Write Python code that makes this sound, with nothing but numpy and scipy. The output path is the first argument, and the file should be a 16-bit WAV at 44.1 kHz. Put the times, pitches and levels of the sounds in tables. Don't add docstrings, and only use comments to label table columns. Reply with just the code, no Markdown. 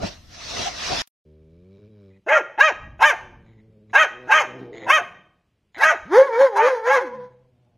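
import sys
import numpy as np
from scipy import signal
from scipy.fft import rfft, irfft, next_fast_len
from scipy.io import wavfile
from scipy.ndimage import uniform_filter1d, minimum_filter1d, map_coordinates

SR = 44100
rng = np.random.default_rng(int(sys.argv[2]) if len(sys.argv) > 2 else 0)


def nominal_scale(level):
    x = np.asarray(level, float) / 20
    return 10 ** x


def generate_wav(signal):
    frames = np.transpose(np.atleast_2d(signal))
    scaled = np.clip(frames, -1, 1) * 32767
    pcm = np.round(scaled).astype(np.int16)
    wavfile.write(sys.argv[1], SR, pcm)


N = 342657
SECOND_S = 1.25
LOCK_HZ = 538


def unit(x):
    return x / np.sqrt(np.mean(x ** 2) + 1e-20)


def even(x, over_s):
    power = uniform_filter1d(x ** 2, round(over_s * SR), mode="reflect")
    return x / np.sqrt(np.abs(power) + 1e-12)


def along(points, hz):
    f, v = np.transpose(points)
    return np.interp(np.log(hz + 1), np.log(f + 1), v, -120, -120)


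def span(rows):
    return round((rows[-1][0] - rows[0][0]) * SR)


def curves(rows, length):
    s, *cols = np.transpose(rows)
    return [np.interp(s[0] + np.arange(length) / SR, s, c) for c in cols]


def wobble(rate, length):
    knots = rng.standard_normal(int(length * rate / SR) + 4)
    return map_coordinates(knots, [np.arange(length) * rate / SR])


def bumps(rows, n):
    t = np.arange(n) / SR
    return sum(nominal_scale(db - 10 * np.where(t < s, (s - t) / rise, (t - s) / fall)) for s, db, rise, fall in rows)


def filtered(x, response):
    m = next_fast_len(x.shape[-1] + 4096)
    return irfft(rfft(x, m) * response(np.fft.rfftfreq(m, 1 / SR)), m)[..., :x.shape[-1]]


def noise(spectrum, shape):
    return unit(filtered(rng.standard_normal(shape), lambda hz: nominal_scale(along(spectrum, hz))))


def tract(modes):
    def response(f):
        return sum((-1) ** k * nominal_scale(db) * 1j * f * w / (c * c - f * f + 1j * f * w)
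                   for k, (c, w, db) in enumerate(modes))
    return response


def add(track, s, x):
    at, ends = round(s * SR), np.arange(len(x))
    x = x * np.clip(np.minimum(ends, ends[::-1]) / 130, 0, 1)
    track[at:at + len(x)] += x[:N - at]


def folds(pitch, rough, jitter, tilt, flutter_db, first, count, second_db=0):
    rough, n = np.clip(rough, 0, 1), len(pitch)
    pitch = uniform_filter1d(pitch, round(.02 * SR), mode="nearest")
    shaky = pitch * (1 + jitter * rough * wobble(pitch.mean() / 2, n))
    phase = 2 * np.pi * np.cumsum(shaky) / SR
    pulses = np.zeros(n)
    for k in range(round(first), count + 1):
        level = second_db * (k == 2) + flutter_db * wobble(pitch.mean() / 9, n)
        pulses += k ** -tilt * nominal_scale(level) * np.cos(k * phase + .35 * k * k)
    pulses = unit(pulses)
    pulses *= 1 + np.clip(3.8 * rough * wobble(30, n), -1, 1) * np.cos(phase / 2)
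    air = unit((1 + np.cos(phase)) ** 2 * rng.standard_normal(n))
    return np.sqrt(1 - rough) * pulses + 2.4 * rough * air, phase


# (f/Hz, width/Hz, level/dB)
GAPE = [(616, 1100, -8.5), (1157, 560, 0.5), (1718, 820, -0.5), (2740, 210, -5.5), (3126, 230, -8)]
THROAT = [(640, 240, -3.5), (867.6, 210, -0.5), (1394, 200, -6), (1620, 170, -1), (2135, 140, -13),
          (2583, 120, -10.5)]
# (f/Hz, level/dB per Hz)
TEETH = [(1900, -41.5), (3300, -8), (4000, -13), (4400, -24), (5300, -15.5), (6400, -6), (7200, -15.5),
         (7900, -40.5), (8900, -18), (10400, -30), (12200, -23), (13400, -48.5), (15000, -50.5),
         (15350, -29), (15700, -60.5)]


def bark(start, pitch, db, top_db, rough, first_db, second_db, clear_hz, thin_db):
    def edges(f):
        return (1j * f / 500) ** 2 / (1 + 1j * f / 500) ** 2 / (1 + (f / clear_hz) ** 10)

    gape = np.clip(1 - 4 * (1 - pitch / pitch.max()), 0, 1)
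    source, phase = folds(pitch, rough + .18 * (1 - gape), jitter=.05, tilt=0.22, flutter_db=3.0,
                          first=2, count=12, second_db=second_db * gape)
    voice = gape * filtered(source, tract(GAPE)) + 2.0 * (1 - gape) * filtered(source, tract(THROAT))
    ridges = unit(filtered(source, lambda f: nominal_scale(along(TEETH, f)) * (f < 7400) * (f > 4200)))
    air = filtered(noise(TEETH, len(db)), lambda f: nominal_scale(thin_db * (f > 8000)))
    air = (0.35 + 0.9 * rough) * air * (1 + 0.77 * np.cos(phase))
    teeth = nominal_scale(2.5 * wobble(60, len(db))) * (air + 0.8 * ridges)
    if start > 6.4:
        voice = filtered(voice, lambda f: 1 / (1 + (f / 2500) ** 4))
    overtones = nominal_scale(db - 2.0) * (even(filtered(voice, edges), over_s=0.025) + nominal_scale(top_db + 4.0) * teeth)
    return overtones + nominal_scale(first_db) * np.sqrt(2) * np.sin(phase)


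# (t/s, length/s, top pitch f/Hz, level/dB, fundamental level/dB)
CLEAR = [(2.575, .155, 636, -8.5, -21.5)]
BRIGHT = [(4.863, 0.156, 636, -7.5, -26)]
HOARSE = [(2.99, 0.158, 612, -8.5, -26.5)]
SHARP = [(3.93, .145, 640, -8.5, -23.5)]
ROUGH = [(2.262, .158, 630.2, -15, -16.5)]
SLOW = [(4.268, .19, 632, -8.5, -24.5)]
LATE = [(5.765, .2, 638, -9, -22.5)]
TURNED = [(6.55, .19, 614.5, -16.5, -27)]
LAST = [(6.858, .165, 565, -15.5, -29)]
# (barks, roughness [0-1], pitch drop at the ends [0-1], place of the top [0-1],
# attack share [0-1], sag level/dB, start level/dB, flatness of the top [exponent],
# second partial level/dB, highest clear f/Hz, thin hiss level/dB)
KINDS = [
    (CLEAR, 0.07, 0.62, .5, 0.2041, -7, -28, 2.4, 0.1, 3450, -3),
    (BRIGHT, .12, .6, .55, .26, -7, -30, 2.2, -1.5, 3350, 8),
    (HOARSE, .17, .54, .49, .24, -7, -34, 2.1, -4, 3350, 5),
    (SHARP, .25, .54, .54, .2, -5, -20, 2.2, -1.5, 3450, 1.5),
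    (ROUGH, .45, .55, .52, .2, -1.2, -30, 2.2, -3, 3050, -1.5),
    (SLOW, .33, .62, .54, 0.28, -7, -38, 2.1, -1.5, 3150, .1),
    (LATE, .31, .62, .6, .36, -6, -37, 2.3, -.5, 2900, -.5),
    (TURNED, .36, .35, .4, 0.1176, -4, -22, 2.1, -.1, 3300, 1.5),
    (LAST, .28, .35, .45, .1, -4, -20, 2.1, -.1, 3300, -3),
]
# (f/Hz, level/dB per Hz)
SPIT = [(2600, -30), (3300, -8), (3950, 0), (4400, -11), (5000, -8), (7500, -22), (10000, -19),
        (15700, -30)]
# (centre t/s, level/dB, half width/s)
PUFFS = [(3.035, -33, .015), (5.787, -43, .005), (5.82, -34, .012), (5.843, -28, .011), (6.16, -38, .014),
         (6.575, -37, .012), (6.94, -38, .03), (7.65, -78, .004)]
# (t/s, pitch f/Hz, level/dB)
TRAIL = [(7.01, 420, -52), (7.032, 370, -43), (7.056, 300, -47), (7.085, 232, -57), (7.17, 222, -57),
         (7.2, 200, -61), (7.28, 190, -69)]


def barks():
    out = np.zeros(N)
    hold, crest = 0.7352, 0.5156
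    teeth_db, teeth_end_db = -26.5, -8.5
    for rows, rough, drop, top, attack, sag_db, start_db, flat, *mouth in KINDS:
        for s, length, hz, db, first_db in rows:
            u = np.linspace(0, 1, round(length * SR))
            from_top = np.where(u < top, 1 - u / top, (u - top) / (1 - top))
            pitch = hz * (1 - drop * from_top ** flat)
            pitch -= (u < top) * .65 * (pitch - LOCK_HZ) * np.exp(-((pitch - LOCK_HZ) / 35) ** 2)

            level = db + np.interp(u, [0, attack, hold, 1], [start_db, 0, sag_db, sag_db - 20])
            after_s = (u - attack) * length
            level += -4 * np.exp(-((after_s - .012) / .018) ** 2)
            first = first_db + np.interp(u, [0, attack, crest, crest + 0.23, 1], [-26, -8, 0, -4, -23])

            effort_db = 0.53 * (db + 9)
            air = teeth_db + effort_db + np.interp(u, [0, attack, hold, 1], [-4, 0, 3, teeth_end_db])
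            snap = np.exp(-(after_s / 0.0073) ** 2)
            spit = nominal_scale(db - 26 + effort_db) * snap * noise(SPIT, len(u))
            add(out, s, spit + bark(s, pitch, level, air + 3 * snap, rough, first, *mouth))
    for s, db, wide in PUFFS:
        u = np.linspace(-2, 2, round(4 * wide * SR))
        add(out, s - 2 * wide, nominal_scale(db) * np.exp(-u ** 2) * noise(SPIT, len(u)))
    pitch, db = curves(TRAIL, span(TRAIL))
    moan = bark(TRAIL[0][0], pitch, db, teeth_db + teeth_end_db, 0.448, db + 8,
                second_db=-.1, clear_hz=3050, thin_db=-3)
    add(out, TRAIL[0][0], moan)
    return out


# (centre t/s, f/Hz, peak level/dB, length/s)
FLARES = [(2.319, 859.7, -11.5, .03), (2.594, 850, -13, 0.017), (2.612, 1620, -3, .013),
          (3.032, 882, -11, .04), (3.043, 1620, -8, .02), (3.961, 1647, -4.5, .014),
          (4.314, 868.8, -9.5, 0.03), (4.326, 1574, -4.5, .016), (4.905, 1625, -6.5, 0.012),
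          (5.839, 1643, -9, .018), (6.595, 894.6, -12.5, .045), (6.92, 850, -11, .03)]
# (centre t/s, f/Hz, peak level/dB,
# length/s)
RINGS = [(6.335, 905, -24, .04), (6.35, 1355, -28, .04), (6.35, 2260, -32, .04), (5.015, 700, -27, .03),
         (2.112, 1980, -70, .02), (2.14, 2450, -66, .025), (2.168, 1900, -72, .02), (2.275, 640, -24, .012),
         (3.012, 1030, -21, .012), (3.058, 890, -17, .015), (4.893, 930, -14, .01),
         (4.908, 1105, -10, .018), (4.87, 980, -27, .012), (5.812, 1950, -20, .02), (3.03, 920, -13, .02),
         (6.94, 1120, -17, .03), (6.873, 1000, -18, .015), (2.296, 2050, -15, .015),
         (2.305, 1700, -16, .015), (2.33, 1620, -15, .02), (2.35, 1900, -18, .025), (2.368, 1390, -11, .03),
         (2.69, 1560, -18, .015), (2.71, 700, -27, .015), (3.11, 1560, -16, .02), (3.134, 700, -24, .015),
         (3.983, 1540, -12, .012), (4.02, 1500, -12, .02), (4.345, 1560, -12, .02), (4.39, 2120, -20, .02),
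         (4.986, 1560, -15, .015), (4.995, 720, -24, .025), (5.825, 880, -15, .025),
         (5.862, 1550, -12, .02), (5.9, 1500, -14, .025), (5.93, 690, -21, .02), (6.572, 950, -17, .025),
         (6.42, 1010, -25, .04), (6.2, 850, -25, .03), (6.425, 860, -24, .05), (6.945, 1650, -17.5, .045),
         (6.63, 2450, -28, .04)]
# (multiple of the pitch, level/dB re third)
LOCKED = [(2, -10), (4, -13), (5, -12), (7, -22)]


def flares():
    out = np.zeros(N)
    for rows, rise in [(FLARES, 0.028), (RINGS, -0.005)]:
        for s, hz, db, length in rows:
            u = np.linspace(-1, 1, round(2 * length * SR))
            glide = hz * (1 + rise * u + 0.013 * wobble(150, len(u)))
            phase = 2 * np.pi * np.cumsum(glide) / SR
            tone = np.sin(phase)
            if rise > 0 and hz > 2 * LOCK_HZ:
                tone = tone + sum(nominal_scale(level) * np.sin(round(k) * phase / 3) for k, level in LOCKED)
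            add(out, s - length, nominal_scale(db) * np.exp(-4.5 * u ** 2) * tone)
    return out


# (t/s, pitch f/Hz, level/dB, second partial level/dB, upper partials level/dB)
YELP = [
    [(6.05, 135, -48, -5.5, -10), (6.092, 267.3, -45, -12, -14), (6.134, 375, -16, -12, -10),
     (6.166, 462, -10.5, -5.5, -12), (6.187, 530, -5, -26, -24), (6.221, 537, -9, -19, -26),
     (6.232, 556, -21, -7, -6), (6.264, 566, -31, -4, -8), (6.31, 455, -31, 3, -13)],
    [(6.358, 454, -23, 0, -8), (6.38, 482, -17, -14, -26), (6.412, 543, -12.5, -18, -16),
     (6.444, 544, -11, -24, -28), (6.47, 522, -20, -3, -14), (6.505, 450, -36, -6, -20),
     (6.535, 403, -35, 2, -16)],
    [(6.598, 404, -29, 3, -4), (6.632, 461, -16, -10, -20), (6.676, 530, -15, -13, -17),
     (6.7, 544, -24, -6, -8), (6.736, 505, -18, -15, -24), (6.78, 450, -33, -2, -12),
     (6.83, 440, -38, 2, -6)],
    [(6.852, 460, -29, -6, -6), (6.878, 488, -16, -8, -17), (6.93, 555, -22, -8, -8),
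     (6.985, 497, -16, -11, -15), (7.002, 480, -27, -8, -12), (7.02, 548, -23, -14, -16),
     (7.045, 515, -34, -6, -14), (7.074, 500, -30, -10, -16), (7.105, 481, -47, 4, -12)],
]
# (t/s, pitch f/Hz, level/dB, second level/dB, upper level/dB)
WHIMPER = [(7.126, 478, -39, -2, -22), (7.148, 528, -33, -5, -25), (7.168, 515, -35, -6, -25),
           (7.185, 487, -44, 1, -25), (7.202, 496, -36, -8.5, -25), (7.26, 497, -41, -9, -30),
           (7.29, 500, -50, -20, -30), (7.46, 499.3, -74.5, -24.5, -30)]
# (f/Hz, level/dB per Hz)
RASP = [(350, -55), (700, -19), (915, -5.5), (1170, -19), (1760, -11.5), (2300, -28), (2550, -42),
        (3200, -28), (6900, -34.5), (7400, -60), (8400, -56), (8700, -42.5), (13000, -54), (15600, -66)]


def yelp():
    rows = sum(YELP, []) + WHIMPER
    n = span(rows)
    pitch, db, second_db, upper_db = curves(rows, n)
    rasp_db = -6 + 0.403 * upper_db
    wavering = uniform_filter1d(pitch, 600, mode="nearest") * (1 + 0.0068 * wobble(90, n))
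    phase = 2 * np.pi * np.cumsum(wavering) / SR
    overtones = sum(nominal_scale(-3.5 * (k - 3) + 2.5 * wobble(40, n)) * np.sin(k * phase) for k in range(3, 8))
    overtones = filtered(overtones, lambda f: 0.04 + 0.96 / (1 + (f / 2250) ** 16))
    rasp = noise(RASP, n) * (1 + 0.33 * np.cos(phase)) * nominal_scale(2.5 * wobble(35, n))
    cry = nominal_scale(1.2 * wobble(45, n)) * np.sin(phase)
    cry += nominal_scale(second_db + wobble(40, n)) * np.sin(2 * phase + 1)
    cry += nominal_scale(upper_db) * overtones
    out = np.zeros(N)
    add(out, rows[0][0], nominal_scale(db) * (np.sqrt(2) * cry + nominal_scale(rasp_db) * rasp))
    return out


# (t/s, pulse rate f/Hz, level/dB)
GROWL_CALM = [(1.25, 76.6, -56), (1.278, 76.1, -52), (1.484, 79.3, -52.5), (1.742, 99.2, -48.5),
              (1.81, 109, -50), (1.848, 103, -48), (1.894, 108, -51), (2.09, 95, -48), (2.2, 98, -60)]
GROWL_TENSE = [
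    [(3.2, 125.5, -52), (3.322, 118, -54.5), (3.49, 109.9, -54.5), (3.88, 107.9, -55.5), (3.93, 107.9, -48)],
    [(4.1, 100.9, -53.5), (4.176, 126.4, -47), (4.28, 124.6, -42.5)],
]
SNARL = [(4.46, 121, -44), (4.632, 130.3, -39), (4.68, 111.6, -42), (4.84, 110.5, -43.5),
         (4.88, 110.5, -34)]
MUTTER = [(7.1, 150, -60), (7.22, 131.4, -56.5), (7.35, 128, -64.5), (7.664, 122.2, -61.5),
          (7.77, 112.2, -65.5)]
# (t/s, pulse rate f/Hz, level/dB)
SIGHS = [
    [(2.4, 200, -56), (2.46, 145, -61), (2.55, 130, -68)],
    [(5.0, 260, -50), (5.1, 175, -56), (5.22, 130, -66)],
]
# (f/Hz, width/Hz, level/dB)
CHEST = [(85, 80, 1), (204, 60, 1), (385, 61, -1), (614, 84, -14.5)]
BARED = [(129, 25, -7), (370, 110, -2), (509.2, 37, 0), (775, 220, -6.5), (1200, 400, -29)]
NOSE = [(126, 47, 3), (260, 88, -18), (507, 210, -24), (850, 270, -7)]
WHEEZE = [(1050, 500, -5), (1750, 300, -8), (2305, 100, 1.5), (3880, 380, -5.5), (5200, 580, -11.5)]
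# (t/s, half width/s, added roughness [0-1])
BREAKS = [
    (1.79, .03, .3),
    (1.895, .014, .25),
]
# (t/s, length/s, level/dB, flutter f/Hz, depth [0-1])
GASPS = [(2.1, 0.08, -73, 98, .3), (3.46, .08, -66, 110, .6), (3.577, .035, -69, 110, .4),
         (3.895, 0.016, -62, 108, .3), (4.728, 0.06, -45, 112, .8), (4.794, .07, -48, 118, .8),
         (5.743, 0.05, -49, 115, .95)]
# (f/Hz, level/dB per Hz)
GASP = [(300, -24), (710, 0), (1550, -15), (2000, 5), (2600, -17), (3900, -8), (4700, -30), (5800, -38),
        (6800, -15), (7800, -45)]


def growls():
    out = np.zeros(N)
    calm, tense, snarl, mutter = .015, .13, .25, .18
    voices = [(GROWL_CALM, CHEST, calm), (GROWL_TENSE[0], CHEST, tense), (GROWL_TENSE[1], BARED, tense),
              (SIGHS[0], CHEST, snarl), (SIGHS[1], CHEST, snarl), (SNARL, BARED, snarl),
              (MUTTER, NOSE, mutter)]
    for rows, modes, rough in voices:
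        n = span(rows)
        pitch, db = curves(rows, n)
        t = rows[0][0] + np.arange(n) / SR
        rough = rough + sum(more * np.exp(-((t - s) / wide) ** 2) for s, wide, more in BREAKS)
        source, phase = folds(pitch, rough, jitter=0.17, tilt=0.064, flutter_db=.6 + 11 * rough,
                              first=1, count=14)
        voice = filtered(source, lambda f: tract(modes)(f) * (0.15 + 1 / (1 + (f / 690) ** 12)))
        wheeze = (1 + np.cos(phase)) ** 2 * nominal_scale(1.5 * wobble(28, n)) * rng.standard_normal(n)
        wheeze = unit(filtered(wheeze, tract(WHEEZE)))
        wheeze_db = -27 + 1.7 * np.clip(db - db.mean(), -3, 2.5)
        add(out, rows[0][0], nominal_scale(db) * (even(voice, over_s=.09) + nominal_scale(wheeze_db) * wheeze))
    for s, length, db, hz, depth in GASPS:
        n = round(length * SR)
        cycle = np.cumsum(hz * (1 + .12 * wobble(40, n))) / SR
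        flap = 1 - np.clip(depth, 0, 1) * (1 - 2.2 * np.sin(np.pi * cycle) ** 4)
        add(out, s, nominal_scale(db + 2.5 * wobble(32, n)) * flap * noise(GASP, n))
    return out


def patchy(x, depth_db):
    z = signal.stft(x, nperseg=512)[2]
    field = uniform_filter1d(rng.standard_normal(z.shape[1:]), size=3, axis=0)
    field = uniform_filter1d(field, size=7, axis=1)
    return signal.istft(z * nominal_scale(depth_db * unit(field) - 1), nperseg=512)[1][:, :x.shape[1]]


# (t/s, level/dB)
HISS = [(0.0, -52), (0.03, -38), (0.07, -34.5), (0.2, -57), (0.28, -58), (0.33, -46), (0.45, -39.5),
        (0.588, -26.5), (0.67, -29.5), (0.74, -35.5), (0.902, -27.5), (1.02, -27.5)]
# (f/Hz, level/dB per Hz)
HISS_AIR = [(530, -33.5), (900, -2.5), (1420, -2), (1520, -3), (2630, -0.5), (3030, -3), (3890, -0.5),
            (5910, -1.5), (7500, -18.5), (13900, -32.5), (15500, -54)]
HISS_LOW = [(76, -33), (130, -6), (474, -5), (719, 2), (826, -11.5), (1400, -15), (1820, -40.5),
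            (3080, -120)]
# (t/s, level/dB, f/Hz, length/s)
GRUNTS = [
    (0.026, -27.5, 190, 0.045),
    (0.645, -22, 714, 0.06),
    (0.908, -24, 730, .04),
]
# (t/s, rumble level/dB, chest level/dB, width/s)
THUMPS = [
    (0.038, -30, -25, 0.0262),
    (.6, -41, -33.5, 0.0482),
    (0.926, -39, -25.5, 0.028),
    (1.01, -38, -45, .025),
]
# (f/Hz, level/dB per Hz)
GRIP = [(12, -32.5), (20, -7), (48, -3), (97, -4.5), (134, -9.5), (330, -18), (430, -52.5), (730, -120)]


def hiss():
    n = span(HISS)
    air_db, = curves(HISS, n)
    rumble = nominal_scale(-50.5) + bumps([(s, db, w, w) for s, db, _, w in THUMPS], n)
    mean_db = air_db.mean()
    low = nominal_scale(mean_db - 9.5 + 0.79 * (air_db - mean_db))
    low = low + bumps([(s, db, w, w) for s, _, db, w in THUMPS], n)
    breath = 0.7 * noise(HISS_AIR, (2, n)) + 0.6 * noise(HISS_AIR, n)
    effort = nominal_scale(air_db + 2 + 0.87 * wobble(40, n) + 1.2 * wobble(12, n))
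    pair = effort * patchy(breath, depth_db=3) + low * noise(HISS_LOW, (2, n))
    pair += rumble * (noise(GRIP, n) * nominal_scale([[1.0], [-1.0]]) + 0.3 * noise(GRIP, (2, n)))
    pair += nominal_scale(-67) * noise([(300, 0), (6000, -6), (14000, -5), (15000, -40)], (2, n))
    out = np.pad(pair, ((0, 0), (0, N - n)))
    for s, db, hz, length in GRUNTS:
        m = round(length * SR)
        for side in out:
            phase = 2 * np.pi * np.cumsum(hz * (1 + 0.051 * wobble(70.2, m))) / SR
            add(side, s, nominal_scale(db) * np.hanning(m) * np.sin(phase))
    fade, tick = np.arange(2600) / SR, round(1.074 * SR)
    out[:, n:n + 2600] += nominal_scale(-40.5 - 60 * fade / 0.0823) * noise(HISS_AIR, (2, 2600))
    out[:, tick:tick + 2600] += nominal_scale(-44 - 60 * fade / 0.018) * rng.standard_normal((2, 2600))
    return out


# (delay t/s, level/dB)
DESK = [(.0031, -17.5), (.0058, -19), (.0087, -17), (.0126, -16), (.0190, -17.5)]


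def panels(x):
    copies = sum((-1) ** k * nominal_scale(db) * np.roll(x, round(s * SR)) for k, (s, db) in enumerate(DESK))
    return 0.9756 * (x + copies)


# (f/Hz, time to fall 60 dB t/s)
ROOM = [(200, 1), (530, 0.59), (760, 0.64), (1400, 0.5155), (3700, 0.56), (9000, 0.38)]


def room(x):
    out, step, size = np.zeros(N + 2 * SR), SR // 8, SR
    room_hz, room_t60 = np.transpose(ROOM)
    for at in range(SR, N, step):
        hz, t, z = signal.stft(rng.standard_normal(size), SR, nperseg=256)
        t60 = np.interp(np.log(hz + 1), np.log(room_hz), room_t60)
        tail = signal.istft(z * nominal_scale(-60 * t / t60[:, None]), SR, nperseg=256)[1][:size]
        part = np.pad(x[at:at + 2 * step], (0, 2 * step))[:2 * step] * np.hanning(2 * step)
        answer = signal.fftconvolve(part, tail / np.linalg.norm(tail))
        out[at + 200:][:2 * step + size - 1] += answer
    return out[:N]


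# (t/s, level/dB, rise/s per 10 dB, fall/s per 10 dB)
HANDLING = [(1.44, -68, .05, 0.43), (2.87, -40.5, .06, 0.1858), (3.25, -55.5, .1, 0.28),
            (4.2, -66, .3, 0.5), (4.77, -68, .2, 0.08), (5.1, -66, .08, .06), (5.78, -61, 0.021, 0.17),
            (6.04, -49, 0.043, 0.05), (6.21, -44, 0.027, 0.0047), (6.99, -71.5, .15, 0.5)]
# (f/Hz, level/dB per Hz)
QUIET = [(47, -29.5), (80, -0.5), (220, -10), (1150, -27), (2900, -26), (6700, -35), (15600, -42)]


def floor():
    out, at = np.zeros(N), round(SECOND_S * SR)
    grip = (nominal_scale(-74.5) + bumps(HANDLING, N)[at:]) * nominal_scale(2.5 * wobble(13, N - at))
    add(out, SECOND_S, grip * noise(GRIP, N - at) + nominal_scale(-71) * noise(QUIET, N - at))
    return out


def scene():
    near, far, low = barks() + flares(), yelp(), growls()
    growl_room_db = np.where(np.arange(N) < 2.25 * SR, -17, -5.5)
    to_room = nominal_scale(-14.5) * near + nominal_scale(-15) * far + nominal_scale(growl_room_db) * low
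    return hiss() + panels(near) + far + low + room(to_room) + floor()


def limited(x):
    need = np.minimum(1, 1.03 / (np.abs(x).max(axis=0) + 1e-9))
    gain = uniform_filter1d(minimum_filter1d(need, size=260), size=200)
    return np.clip(x * gain, -1, 1)


def starved(hz, t):
    draw = rng.random((len(hz) // 7 + 1, len(t) // 3 + 1))
    cells = np.kron(draw, np.ones((7, 3)))[:len(hz), :len(t)]
    hz = hz[:, None]
    second = (cells < np.where(hz < 5900, .17, .1)) & (hz > 3500) & (t > 2.24)
    first = (cells < .33) & (hz > 9500) & (np.abs(t - .24) > .09) & (t < 1.03)
    return first | second


def low_pass(x):
    return signal.sosfilt(signal.butter(12, 15710, fs=SR, output="sos"), x)


def record(dry):
    hz, t, z = signal.stft(limited(dry), SR, nperseg=2048)
    size = np.abs(z)
    local = np.sqrt(np.abs(uniform_filter1d(size ** 2, size=20, axis=1)))
    masked = local < nominal_scale(-56) * size.max(axis=1, keepdims=True)
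    treble = hz[:, None] > np.where(t < SECOND_S, 9300, 3300)
    faint = size < .9 * local + nominal_scale(-122)
    weak = (faint | (masked & (hz[:, None] < 8600))) & treble
    thinned = np.where(starved(hz, t), .03 * z, np.where(weak, 0.19 * z, z))
    mix = signal.istft(thinned, SR, nperseg=2048)[1][:, :N]
    return low_pass(mix)


dry = scene()
out = record(dry)
generate_wav(out)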